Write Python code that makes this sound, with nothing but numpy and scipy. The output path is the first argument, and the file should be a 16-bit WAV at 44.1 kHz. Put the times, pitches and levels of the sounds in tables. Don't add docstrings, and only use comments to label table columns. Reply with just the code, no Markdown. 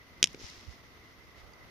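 import sys
import numpy as np
from scipy import signal
from scipy.fft import rfft, irfft
from scipy.io import wavfile

SR = 44100
rng = np.random.default_rng(int(sys.argv[2]) if len(sys.argv) > 2 else 0)


def store_wav(level_fs):
    pcm = np.round(np.clip(np.atleast_2d(level_fs), -1, 1) * 32767)
    wavfile.write(sys.argv[1], SR, pcm.T.astype(np.int16))


N = 74970

# frequency in Hz, relative level in dB.
AIR_SPECTRUM = [(20, -16), (60, -1.5), (120, -4.5), (190, -10), (320, -7.5), (500, -13), (800, -15.5),
                (1250, -12), (1700, -18), (2600, -18.5), (3800, -20.5), (6000, -23), (7200, -33),
                (8500, -35.5), (11000, -32.5), (15200, -34.5), (16000, -55.5)]
SWELL_SPECTRUM = [(150, -19), (500, 1.5), (1300, 0), (2200, -29), (6000, -27)]
BUFFET_SPECTRUM = [(15, -14), (35, -4), (55, 1.5), (90, -3.5), (150, -10), (250, -22.5), (600, -47),
                   (3000, -88)]
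# frequency in Hz, left-right correlation.
AIR_LIKENESS = [(30, .3), (120, 0.6), (300, .8), (600, 0.7), (1200, .2), (4000, 0.039), (15000, .1)]
# time in seconds, gain in dB.
BREEZE_CURVE = [(0, 1), (.6, 1.5), (1, 2), (1.1, 1.5), (1.35, 0.5), (1.55, 0.5), (1.7, 2)]
# centre and half length in seconds, level and left minus right in dB.
MIC_BUFFETS = [(0.122, 0.02, -63, 30), (0.342, 0.023, -60, -5.5), (0.444, 0.0093, -48, 20),
               (0.586, 0.012, -54, -31), (0.698, 0.022, -49, -22), (0.798, 0.014, -63, -12),
               (1.28, .015, -56.5, 3), (1.447, 0.048, -55.5, -24), (1.631, 0.058, -62.5, 2)]
# frequency in Hz, relative level in dB.
WHOOSH_SPECTRUM = [(40, -11), (90, -5), (150, -1), (260, -3), (500, -19), (1500, -36), (8000, -62.5)]
CONTACT_SPECTRUM = [(40, 0.5), (220, 9.5), (400, 7), (620, 0), (900, -12), (1300, -2.5), (1700, 5),
                    (2400, 13.5), (3300, 20), (4300, 11.5), (5200, 18), (6600, 15), (8400, 6.5),
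                    (10500, -2.5), (12600, -12.5), (14200, -24.5), (16000, -35)]
SNAP_SPECTRUM = [(1000, -34), (3800, -21), (4700, -1), (6500, 3), (8500, -8), (12000, -9), (15000, -27)]
SCUFF_SPECTRUM = [(200, -24), (500, 7), (900, -6), (2000, 5.5), (3600, 2), (5000, 1), (6500, -5.5),
                  (9000, -14), (15000, -30)]
# frequency in Hz, left minus right in dB.
CONTACT_BALANCE = [(100, 3.5), (2000, -0.5), (3600, 2.5), (5200, 2.5), (6300, -4.5), (8500, 0), (10300, 8),
                   (11800, 11), (14000, -3)]
# centre in seconds, pitch in Hz, half length in seconds, level in dB,
# left minus right in dB.
HIGH_PINGS = [(.2515, 5450, .0011, -36.5, -4), (1.536, 4750, 0.0013, -52, -4)]
# time in seconds, level in dB, left minus right in dB.
SHARP_TICKS = [(0.2585, -27, -11), (.2727, -26, 10.5)]
BRIGHT_SNAPS = [(0.331, -52, -4), (0.486, -53.5, 3), (.501, -50, 14), (1.536, -61, -3.5)]
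# frequency in Hz, relative level in dB.
SWISH_SPECTRUM = [(150, 4), (400, 0), (900, -0.5), (1600, 0), (2600, 3), (4300, 3.5), (5400, 7), (6700, -1),
                  (8500, -10), (11000, -18), (15000, -33)]
SIZZLE_SPECTRUM = [(1000, -35), (4400, -10), (5300, 6), (6600, 3), (8500, -14.5), (10500, -24),
                   (15000, -38)]
# start, rise and time to fall 60 dB, all in seconds, then level in dB.
HEDGE_ECHOES = [(0.284, 0.01, 0.49, -55.5), (0.384, 0.07, 0.98, -48), (0.691, 0.026, 0.23, -56.5)]
# centre in seconds, level in dB.
SOFT_KNOCKS = [(0.3474, -35), (.355, -47), (0.362, -48), (0.3773, -47), (0.3989, -45), (0.4167, -43.5)]
# centre and half length in seconds, level in dB.
GRASS_SCUFFS = [(0.347, .0015, -44), (1.391, 0.02, -59)]
# centre and half length in seconds, level and left minus right in dB.
STEPS = [(0.696, .016, -49, -19), (1.196, .012, -54, -12)]

TIME, FREQS = np.arange(N) / SR, np.fft.rfftfreq(N, 1 / SR)


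def amp(db):
    return 10 ** (np.asarray(db) / 20)


def unit_rms(x):
    return x / np.sqrt(np.mean(x ** 2) + 1e-20)


def curve_at(points, hz):
    freqs, values = np.transpose(points)
    return np.interp(np.log(hz + 1), np.log(freqs + 1), values)


def pan(db):
    return unit_rms(amp([[db / 2], [-db / 2]]))


def add(mix, start_s, sound):
    part = mix[:, round(start_s * SR):][:, :sound.shape[1]]
    part += sound[:, :part.shape[1]]


def bell(centre_s, width_s):
    return np.exp(-((TIME - centre_s) / width_s) ** 2 / 2)


def blip(centre_s, hz, width_s, db):
    return -amp(db) * bell(centre_s, width_s) * np.cos(2 * np.pi * hz * (TIME - centre_s))


def drift(seconds):
    smoothing = np.exp(-(FREQS * seconds) ** 2) * (FREQS > 0)
    return unit_rms(irfft(rfft(rng.standard_normal(N)) * smoothing, N))


def noise(spectrum, likeness):
    left, other = rfft(rng.standard_normal((2, N)))
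    right = likeness * left + np.sqrt(1 - likeness ** 2) * other
    return unit_rms(irfft(np.array([left, right]) * amp(curve_at(spectrum, FREQS)), N))


def notch(x, hz, width_hz):
    return signal.lfilter(*signal.iirnotch(hz, hz / width_hz, SR), x)


def wind():
    level_db = -58 + np.interp(TIME, *np.transpose(BREEZE_CURVE)) + .75 * drift(.02)
    air = amp(level_db) * noise(AIR_SPECTRUM, curve_at(AIR_LIKENESS, FREQS))
    swell = amp(-61) * bell(1.506, width_s=.15) * noise(SWELL_SPECTRUM, likeness=.31)
    return air + swell


def whir(hz=2026, width_hz=120):
    peak = 1 + ((FREQS - hz) / width_hz) ** 2
    band = unit_rms(irfft(rfft(rng.standard_normal((2, N))) / peak, N))
    return band * pan(-3) * amp(-62.5 + 2.2 * drift(.018))


def buffets():
    push = sum(pan(pan_db) * amp(db) * bell(s, width) for s, width, db, pan_db in MIC_BUFFETS)
    return push * noise(BUFFET_SPECTRUM, likeness=0)


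def whoosh():
    return amp(-57) * bell(.25, width_s=.064) * noise(WHOOSH_SPECTRUM, likeness=.91)


def reflections(db, t60_s, size=8192):
    t = np.arange(size) / SR
    scatter = rng.standard_normal(size) + rng.standard_normal((2, size))
    decay = amp(-60 * t / t60_s) * (t > .0007)
    return amp(db) * unit_rms(scatter * decay) / np.sqrt(size)


def crack(size=4096):
    hz = abs(np.fft.fftfreq(size, 1 / SR))
    lean_db = np.outer([.5, -.5], curve_at(CONTACT_BALANCE, hz))
    log_gain = np.log(amp(curve_at(CONTACT_SPECTRUM, hz) + lean_db))
    contact = np.fft.ifft(np.exp(np.conj(signal.hilbert(log_gain)))).real
    contact = notch(contact, hz=4400, width_hz=520)
    wood = reflections(db=-9.5, t60_s=.011)
    grass = reflections(db=-25.5, t60_s=.13)
    response = wood + grass
    response[:, 0] += 1
    return signal.fftconvolve(contact, response, axes=1)


def strike(hit_s=.22848, repeat_s=.01275):
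    out, blow = np.zeros((2, N)), amp(-2) * crack()
    for s in (hit_s, hit_s + repeat_s):
        add(out, s, blow)
        out += blip(s + .0014, hz=380, width_s=.0005, db=-34.5)
    return out


def pings():
    return sum(pan(pan_db) * blip(s, hz, width, db) for s, hz, width, db, pan_db in HIGH_PINGS)


def ticks():
    out = np.zeros((2, N))
    for s, db, pan_db in SHARP_TICKS:
        add(out, s, amp(db) * pan(pan_db) * crack())
    return out


def hedge_swish(likeness=.18, grain_db=2):
    power = np.zeros(N)
    for start, rise, t60, db in HEDGE_ECHOES:
        build = np.clip((TIME - start) / rise, 0, 1)
        fall_db = 60 * np.maximum(TIME - start - rise, 0) / t60
        power += build * amp(db - fall_db) ** 2
    hiss = np.sqrt(power) * noise(SWISH_SPECTRUM, likeness)
    sizzle = amp(-56) * bell(.432, width_s=.033) * noise(SIZZLE_SPECTRUM, likeness)
    grain = unit_rms(amp(grain_db * drift(.002)))
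    return (hiss + sizzle) * grain


def snaps():
    bursts = sum(amp(db) * pan(pan_db) * bell(s, width_s=.001) for s, db, pan_db in BRIGHT_SNAPS)
    return bursts * noise(SNAP_SPECTRUM, likeness=.23)


def knocks():
    return sum(blip(s, hz=360, width_s=.0011, db=db) for s, db in SOFT_KNOCKS)


def scuffs():
    envelope = sum(amp(db) * bell(s, width) for s, width, db in GRASS_SCUFFS)
    return envelope * noise(SCUFF_SPECTRUM, likeness=.2)


def steps(hz=72):
    return sum(pan(pan_db) * blip(s, hz, width, db) for s, width, db, pan_db in STEPS)


def scene():
    background = wind() + whir() + buffets()
    stroke = whoosh() + strike() + pings() + ticks()
    return background + stroke + hedge_swish() + snaps() + knocks() + scuffs() + steps()


def record(dry, band_limit_hz=15550):
    for hz in (7660, 9600):
        for _ in range(2):
            dry = notch(dry, hz, width_hz=540)
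    clipped = np.clip(dry, -1, 1)
    lowpass = signal.firwin(255, band_limit_hz, window=("kaiser", 9), fs=SR)
    return signal.oaconvolve(clipped, lowpass[None], "same")


dry = scene()
out = record(dry)
store_wav(out)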